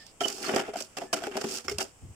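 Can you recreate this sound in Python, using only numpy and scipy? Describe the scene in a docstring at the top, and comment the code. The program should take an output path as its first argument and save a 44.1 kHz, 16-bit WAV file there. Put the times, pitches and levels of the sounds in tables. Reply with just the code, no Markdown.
"""In a quiet yard, a hand trowel works soil inside a cut-open thin plastic bottle.
Friction with the grit makes trains of tiny impacts, and jolts of the blade make short bursts of them.
Both drive four voices: the hollow body's boom, the wall's knock, a crunch and a treble crackle.
The thin wall buckles with a pop; the blade rings when knocked and now and then squeaks on the rim.
Behind are faint air, far whistles and a high chirp; air buffets the microphone near the end."""
import sys
import numpy as np
from scipy import signal
from scipy.fft import rfft, irfft
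from scipy.io import wavfile

SR = 44100
rng = np.random.default_rng(int(sys.argv[2]) if len(sys.argv) > 2 else 0)


def transcribe(signal):
    """Save signal, clipped to [-1, 1], as a 16-bit WAV file at the path in sys.argv[1]."""
    frames = np.atleast_2d(signal).T
    limited = np.clip(frames, -1, 1)
    pcm = np.round(limited * 32767).astype(np.int16)
    wavfile.write(sys.argv[1], SR, pcm)


N = 94815

# Jolts of the blade on the bottle: start_s, length_s, boom_db, wall_db, crunch_db, crackle_db
JOLTS = [(0.205, 0.019, -34, -34.5, -35, -38), (0.253, 0.0081, -35.5, -33, -37, -38.5),
         (0.489, 0.0081, -33, -30, -31.5, -63), (0.511, 0.0087, -33.5, -34, -55, -44),
         (0.535, 0.01, -26, -36, -35, -56), (0.5602, 0.0072, -28.5, -24.5, -31.5, -34),
         (0.572, 0.01, -31.5, -35, -47, -46), (0.593, 0.0073, -38, -32.5, -33, -37),
         (0.68, 0.012, -40.5, -37.5, -55.5, -60), (0.734, 0.011, -69, -43, -47.5, -48.5),
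         (0.756, 0.0041, -44, -35.5, -42.5, -44.5), (0.767, 0.013, -43.5, -47.5, -49, -41.5),
         (0.803, 0.0066, -50, -40, -43.5, -35.5), (0.968, 0.018, -41.5, -37.5, -39.5, -39),
         (1.0122, 0.008, -42.5, -37, -45, -52), (1.128, 0.013, -33, -30.5, -30.5, -26.5),
         (1.236, 0.0023, -39, -37, -38, -40), (1.267, 0.0046, -34.5, -34.5, -39, -42.5),
         (1.312, 0.011, -43, -47.5, -45.5, -53.5), (1.3528, 0.0065, -37, -35, -45, -50),
         (1.367, 0.0088, -34.5, -32, -36, -35), (1.41, 0.007, -36.5, -39, -40, -35.5),
         (1.439, 0.0076, -30, -38, -39.5, -39.5), (1.681, 0.0031, -34, -42.5, -31.5, -41),
         (1.712, 0.012, -39.5, -53, -47, -40.5), (1.7823, 0.0071, -38.5, -36, -46, -40),
         (1.801, 0.019, -39, -39, -35.5, -32.5)]
# Course of the scraping: time_s, body_db, crunch_db, crackle_db
SCRAPE_LEVELS = [(0.208, -41, -57, -46), (0.236, -35.5, -44.5, -38.5), (0.27, -40.5, -48, -41),
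                 (0.31, -39.5, -43.5, -41.5), (0.343, -46, -58, -43.5), (0.42, -38.5, -51, -43),
                 (0.444, -37, -34, -36), (0.475, -30.5, -39, -38.5), (0.53, -38, -40, -46),
                 (0.586, -28.5, -34, -39), (0.61, -31.5, -40.5, -42.5), (0.639, -38, -45, -56),
                 (0.699, -44, -48.5, -55), (0.728, -60, -58, -77), (0.79, -46.5, -45, -41),
                 (0.819, -42, -54, -43.5), (0.851, -58.5, -64, -49.5), (0.89, -64, -64.5, -64),
                 (0.966, -70, -64, -68), (1.0, -45, -52, -51), (1.036, -34, -53.5, -52),
                 (1.08, -51.5, -63, -61), (1.12, -56.5, -74, -83), (1.156, -34, -44, -41.5),
                 (1.176, -35, -41, -41), (1.203, -41.5, -50, -51.5), (1.253, -39, -43, -47.5),
                 (1.305, -51.5, -57, -57.5), (1.34, -40, -45.5, -54.5), (1.4, -39.5, -47, -47.5),
                 (1.46, -39, -50.5, -43), (1.509, -37, -47, -36.5), (1.575, -42, -49, -35.5),
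                 (1.599, -41.5, -48, -43.5), (1.63, -69, -69, -58), (1.651, -42, -52.5, -48.5),
                 (1.678, -53, -71, -60), (1.701, -36.5, -43, -43), (1.745, -55, -59, -52),
                 (1.781, -57, -61.5, -65), (1.796, -49, -38, -41), (1.828, -37, -69, -41),
                 (1.848, -44.5, -52, -48), (1.919, -73, -74, -68)]
# The wall's share of the body level, smaller while the blade digs deep: time_s, gain_db
WALL_SHARE = [(1.2, -8), (1.72, -10.5), (1.8, -9)]
# Buckles of the wall, pitched by the spot pressed: start_s, pitch_hz, level_db, t60_s
BUCKLES = [(0.2128, 694, -17, 0.065), (0.2099, 1330, -26, 0.072), (.253, 401, -28.5, 0.12),
           (.56, 358, -20.5, 0.06), (.688, 414, -30.5, 0.11), (.737, 654, -26.5, 0.044),
           (.756, 691, -24, 0.054), (1.018, 699, -31, 0.088), (1.131, 707, -21.5, 0.064),
           (1.132, 1050, -22, 0.025), (1.135, 1390, -24, 0.052), (1.222, 694, -30.5, 0.076),
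           (1.237, 1510, -30, 0.036), (1.2751, 409, -27, 0.15), (1.354, 224, -33, 0.16),
           (1.378, 686, -40, 0.026), (1.444, 226, -34.5, 0.18), (1.443, 399.3, -26, 0.2),
           (1.715, 413, -28.5, 0.15), (1.804, 777, -30.5, 0.085)]
# Snaps of grit and creased plastic: start_s, level_db
SNAPS = [(0.0662, -45), (0.2812, -29), (0.2838, -27), (0.301, -33), (0.3265, -34.5), (.428, -32),
         (.447, -41), (0.5471, -31.5), (.5615, -27.5), (0.5985, -42), (0.8229, -33.5), (1.555, -35),
         (1.696, -31.5), (1.7845, -24.5), (1.827, -33)]
# Knocks that ring the blade: start_s, level_db
BLADE_TAPS = [(1.6825, -26), (1.697, -35), (1.72, -44)]
# Rim squeaks and far whistles: centre_s, width_s, pitch_hz, relative_db
RIM_SQUEAKS = [(0.2113, 0.0037, 3130, -34.5), (0.2378, 0.0017, 2980, -29.5), (0.2503, 0.004, 2960, -23),
               (0.271, 0.022, 2954, -43), (0.467, 0.0054, 4400, -39)]
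FAR_WHISTLES = [(0.019, 0.018, 1790, -52), (1.105, 0.032, 1730, -58)]
# Rustles of soil and buffets of air: centre_s, width_s, level_db
SOIL_RUSTLES = [(0.016, 0.016, -52), (.08, 0.025, -55.5)]
AIR_BUFFETS = [(1.757, 0.058, -48), (2.044, 0.019, -42), (2.104, 0.018, -44.5)]

# Modes of the hollow body, the wall, the stiff rim and the blade: pitch_hz, gain_db, t60_s
BOOM_MODES = [(225.8, -7, 0.16), (295.5, -5, 0.13), (375, 4.5, 0.048), (402, 3, 0.055), (469.6, 3, 0.043)]
WALL_MODES = [(570, 2, 0.017), (670, 5.5, 0.144), (727, 3.4, 0.015)]
RIM_MODES = [(1255, 1, 0.077), (1662, 6.3, 0.054), (1980, 3.8, 0.083), (2770, 14, 0.041), (3146, 18, 0.028)]
BLADE_MODES = [(1195, -7, 0.035), (1490, -9, 0.038), (2107, -2.5, 0.057), (2153, -2, 0.053),
               (5160, 1.5, 0.027), (5560, 3.5, 0.021), (7000, -9, 0.048)]
# Broad, non-ringing spectra of the four voices: frequency_hz, gain_db
BOOM_SPECTRUM = [(40, -21), (110, -13), (200, -3.5), (380, 4.5), (500, 1), (750, 2), (1500, -40.5),
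                 (6000, -98)]
WALL_SPECTRUM = [(250, -35), (480, -2.5), (650, 8.5), (830, 1.5), (1000, -11), (2200, -42.5), (8000, -101)]
CRUNCH_SPECTRUM = [(450, -21), (950, -4.5), (1350, 11.5), (1850, 4), (2400, 5), (3000, 2), (3700, -7),
                   (6000, -56), (14000, -74)]
CRACKLE_SPECTRUM = [(1700, -29), (2700, -3.5), (3400, -10.5), (3950, -10), (4500, -1.5), (5300, 2),
                    (6400, -3), (7500, -1), (9200, -9), (12000, -16.5), (15000, -16.5), (16000, -34)]
# Noise spectra of loose soil, still air and buffets: frequency_hz, gain_db
RUSTLE_SPECTRUM = [(1500, -15.5), (3400, -7.5), (4200, -10.5), (5100, 1.5), (5900, -15.5), (9000, -30)]
AIR_SPECTRUM = [(25, -9), (100, -8), (160, -11), (450, -13.5), (640, -14), (1100, -18), (1600, -23),
                (3000, -22), (3900, -33.5), (5500, -23), (6500, -24), (7300, -16.5), (8500, -18),
                (9400, -30.5), (16000, -40)]
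BUFFET_SPECTRUM = [(20, -28), (50, -21), (85, 1), (115, -8), (170, -17), (350, -25.5), (900, -59)]
# Ringing relative to the broad part of a voice: boom_db, wall_db, crunch_db
RING_DB = [1, -14.5, -24]
# Left-right correlation of each voice's drive, 0 to 1: boom, wall, crunch, crackle
VOICE_COHERENCE = [0.97, 0.89, 0.11, 0.023]
# Left-right correlation of the steady noises: frequency_hz, coherence
NOISE_COHERENCE = [(30, 0.14), (100, 0.89), (500, 0.64), (1500, 0.046), (6000, 0.034)]
# Stereo balance of the digging: frequency_hz, left_minus_right_db
BALANCE = [(100, -4.5), (350, 2), (700, 1.5), (1400, 1.5), (2700, -2.5), (4200, -7), (5500, -8), (7000, -8),
           (9000, -0.5), (14000, -2.5)]
# Scatter from the yard relative to the direct sound: boom_db, wall_db, crunch_db, crackle_db
YARD_DB = [-7, -6.5, -16, -23]

YARD_T60_S, YARD_DELAY_S = 0.11, 0.0018
JOLT_RISE_S, JOLT_FALL_S, RING_ON_S = 0.0014, 0.0037, 0.00314
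SPOT_DETUNE, WHISTLE_JITTER = 0.07, 0.024  # fractions of the pitch
CLUMP_DB, BOOM_SHARE_DB = 1.8, -4
POP_RISE_S, SNAP_DECAY_S = 0.00066, 0.0031
CHIRP_S, CHIRP_HZ, CHIRP_FALL_HZ_PER_S = 0.895, 9750, 16000
CUTOFF_HZ = 16000


def blade_jolts(voices, size=10000):
    """Impact excitation: a burst of slips drives all four voices; the rim's pitches vary with the spot."""
    out, t = np.zeros((2, N)), np.arange(size) / SR
    boom, wall, _, crackle = voices
    for start_s, length_s, *levels in JOLTS:
        spot_modes = [(hz * (1 + SPOT_DETUNE * rng.uniform(-0.986, 1)), db, t60)
                      for hz, db, t60 in RIM_MODES]
        crunch = voice(CRUNCH_SPECTRUM, YARD_DB[2], spot_modes, ring_db=-4)
        push = np.minimum(t / JOLT_RISE_S, 1) * np.exp(-np.maximum(t - length_s, 0) / JOLT_FALL_S)
        slips = push * grains(size, per_s=3200, spread_db=3)
        for response, coherence, db in zip((boom, wall, crunch, crackle), VOICE_COHERENCE, levels):
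            add(out, start_s, strike(correlate(slips, coherence), response, db, length_s + RING_ON_S))
    return out


def soil_scrape(voices):
    """Granular friction: clumps of grains rub along blade and bottle and drive the four voices."""
    out, t = np.zeros((2, N)), np.arange(N) / SR
    times, body_db, crunch_db, crackle_db = np.transpose(SCRAPE_LEVELS)
    grit = grains(N, per_s=2200, spread_db=1) * amp(CLUMP_DB * drift(time_s=0.002))
    wall_db = body_db + np.interp(times, *np.transpose(WALL_SHARE))
    levels = (body_db + BOOM_SHARE_DB, wall_db, crunch_db, crackle_db)
    for response, coherence, db in zip(voices, VOICE_COHERENCE, levels):
        envelope = amp(np.interp(t, times, db, left=-90, right=-90))
        out += convolve(unit(correlate(grit, coherence)) * envelope, response)
    return out


def wall_pops(size=10000):
    """Buckling: the thin wall gives way and rings as a damped sinusoid."""
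    out, t = np.zeros((2, N)), np.arange(size) / SR
    attack = 1 - np.exp(-t / POP_RISE_S)
    for start_s, hz, db, t60 in BUCKLES:
        pop = attack * amp(db - 60 * t / t60) * np.sin(2 * np.pi * hz * t)
        add(out, start_s, pop[None])
    return out


def snaps(crackle, size=6000):
    """Transient excitation: grit and creased plastic release brief, bright bursts of noise."""
    out, t = np.zeros((2, N)), np.arange(size) / SR
    for start_s, db in SNAPS:
        burst = rng.standard_normal((2, size)) * np.exp(-t / SNAP_DECAY_S)
        add(out, start_s, strike(burst, crackle, db, window_s=0.0025))
    return out


def blade_ring(size=10000):
    """Free vibration: the knocked blade rings in inharmonic, decaying modes."""
    out, t = np.zeros((2, N)), np.arange(size) / SR
    for start_s, tap_db in BLADE_TAPS:
        for hz, db, t60 in BLADE_MODES:
            cycles = hz * t + rng.random() + 0.18 * rng.random((2, 1))  # phase differs by channel
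            add(out, start_s, amp(tap_db + db - 60 * t / t60) * np.sin(2 * np.pi * cycles))
    return out


def rim_squeaks():
    """Stick-slip friction: the blade catches the rim in short, unsteady tones."""
    squeaks = sum(swell(s, width, db) * wavering(hz, jitter_hz=55) for s, width, hz, db in RIM_SQUEAKS)
    return 2 * squeaks * amp([[-10], [0]])  # weaker on the left


def soil_rustles():
    """Sliding friction: loose soil shifts on the blade in soft swells of noise."""
    return sum(swell(*row) for row in SOIL_RUSTLES) * noise(RUSTLE_SPECTRUM)


def yard_background():
    """Superposition: quiet air, far whistles, a faint falling chirp and low buffets of air."""
    whistles = sum(swell(s, width, db) * wavering(hz, WHISTLE_JITTER * hz)
                   for s, width, hz, db in FAR_WHISTLES)
    glide_hz = CHIRP_HZ - CHIRP_FALL_HZ_PER_S * (np.arange(N) / SR - CHIRP_S)
    chirp = swell(CHIRP_S, width_s=0.022, db=-67) * wavering(glide_hz, WHISTLE_JITTER * CHIRP_HZ)
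    buffets = sum(swell(*row) for row in AIR_BUFFETS) * noise(BUFFET_SPECTRUM)
    air = amp(-57.5) * noise(AIR_SPECTRUM)
    return air + whistles + chirp + buffets


def voice(spectrum, yard_db, modes=(), ring_db=0, size=8192):
    """Impulse response: a minimum-phase blow, the modes it rings, and scatter from wall and ground."""
    t = np.arange(size) / SR
    log_gain = np.log(amp(curve_at(spectrum, abs(np.fft.fftfreq(size, 1 / SR)))))
    minimum_phase = np.exp(np.conj(signal.hilbert(log_gain)))
    direct = unit(np.fft.ifft(minimum_phase).real)[None]
    if modes:
        ring = sum(amp(db - 60 * t / t60) * np.cos(2 * np.pi * hz * t) for hz, db, t60 in modes)
        direct = direct + amp(ring_db) * unit(convolve(direct, ring[None]))
    echoes = rng.standard_normal((2, size)) * (rng.random((2, size)) < 0.1)
    echoes *= (t > YARD_DELAY_S) * amp(-60 * t / YARD_T60_S)
    scatter = amp(yard_db) * unit(convolve(echoes, direct))
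    return unit(unit(direct) + scatter) / np.sqrt(size)


def strike(drive, response, db, window_s):
    """Forced response of a voice, scaled to an rms of db over its opening window."""
    sound = convolve(drive, response)
    onset = sound[:, :max(round(window_s * SR), 8)]
    return amp(db) * sound / np.sqrt(np.mean(onset ** 2) + 1e-20)


def grains(size, per_s, spread_db):
    """Shot noise: two trains of random clicks of uneven strength over a fine fizz."""
    strength = amp(spread_db * np.minimum(rng.exponential(1, (2, size)), 4))
    clicks = strength * rng.choice([-1, 1], (2, size)) * (rng.random((2, size)) < per_s / SR)
    return unit(clicks) + 0.22 * rng.standard_normal((2, size))


def noise(spectrum):
    """Spectral shaping: steady, partly coherent stereo noise of rms 1."""
    hz = np.fft.rfftfreq(N, 1 / SR)
    white = correlate(rfft(rng.standard_normal((2, N))), curve_at(NOISE_COHERENCE, hz))
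    return unit(irfft(white * amp(curve_at(spectrum, hz)), N))


def wavering(hz, jitter_hz):
    """Frequency modulation: a tone whose pitch trembles at random."""
    return np.sin(2 * np.pi * np.cumsum(hz + jitter_hz * drift(time_s=0.0008)) / SR)


def drift(time_s):
    """First-order relaxation: smoothed random motion of rms 1."""
    return unit(signal.lfilter([1], [1, -np.exp(-1 / (time_s * SR))], rng.standard_normal(N)))


def swell(centre_s, width_s, db):
    """Gaussian envelope peaking at db."""
    return amp(db) * np.exp(-((np.arange(N) / SR - centre_s) / width_s) ** 2 / 2)


def correlate(channels, coherence):
    """Partial coherence: the right channel takes a share of the left."""
    left, right = channels
    return np.array([left, coherence * left + np.sqrt(1 - coherence ** 2) * right])


def convolve(x, response):
    """Convolution, cut to the input's length."""
    return signal.fftconvolve(x, response, axes=1)[:, :x.shape[1]]


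def add(mix, start_s, sound):
    """Superposition of a sound on the mix from start_s."""
    part = mix[:, max(round(start_s * SR), 0):][:, :sound.shape[1]]
    part += sound[:, :part.shape[1]]


def curve_at(points, hz):
    """Interpolation on a log-frequency axis."""
    frequencies, values = np.transpose(points)
    return np.interp(np.log(hz + 1), np.log(frequencies), values)


def amp(db):
    """Decibels to amplitude ratio."""
    return 10 ** (np.asarray(db) / 20)


def unit(x):
    """Normalisation to rms 1."""
    return x / np.sqrt(np.mean(x ** 2) + 1e-20)


def scene():
    """Superposition: the digging, panned by frequency at constant power, over the yard's background."""
    crackle = voice(CRACKLE_SPECTRUM, YARD_DB[3])
    voices = [voice(BOOM_SPECTRUM, YARD_DB[0], BOOM_MODES, RING_DB[0]),
              voice(WALL_SPECTRUM, YARD_DB[1], WALL_MODES, RING_DB[1]),
              voice(CRUNCH_SPECTRUM, YARD_DB[2], RIM_MODES, RING_DB[2]), crackle]
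    digging = blade_jolts(voices) + snaps(crackle) + soil_scrape(voices)
    digging += rim_squeaks() + wall_pops() + blade_ring() + soil_rustles()
    left_ratio = amp(curve_at(BALANCE, np.fft.rfftfreq(N, 1 / SR)))
    pan = np.array([left_ratio, np.ones_like(left_ratio)]) * np.sqrt(2 / (1 + left_ratio ** 2))
    return irfft(rfft(digging) * pan, N) + yard_background()


def record(dry):
    """Band limiting by a linear-phase low-pass filter."""
    lowpass = signal.firwin(401, CUTOFF_HZ, window=("kaiser", 9), fs=SR)
    return signal.oaconvolve(dry, lowpass[None], "same")


dry = scene()
out = record(dry)
transcribe(out)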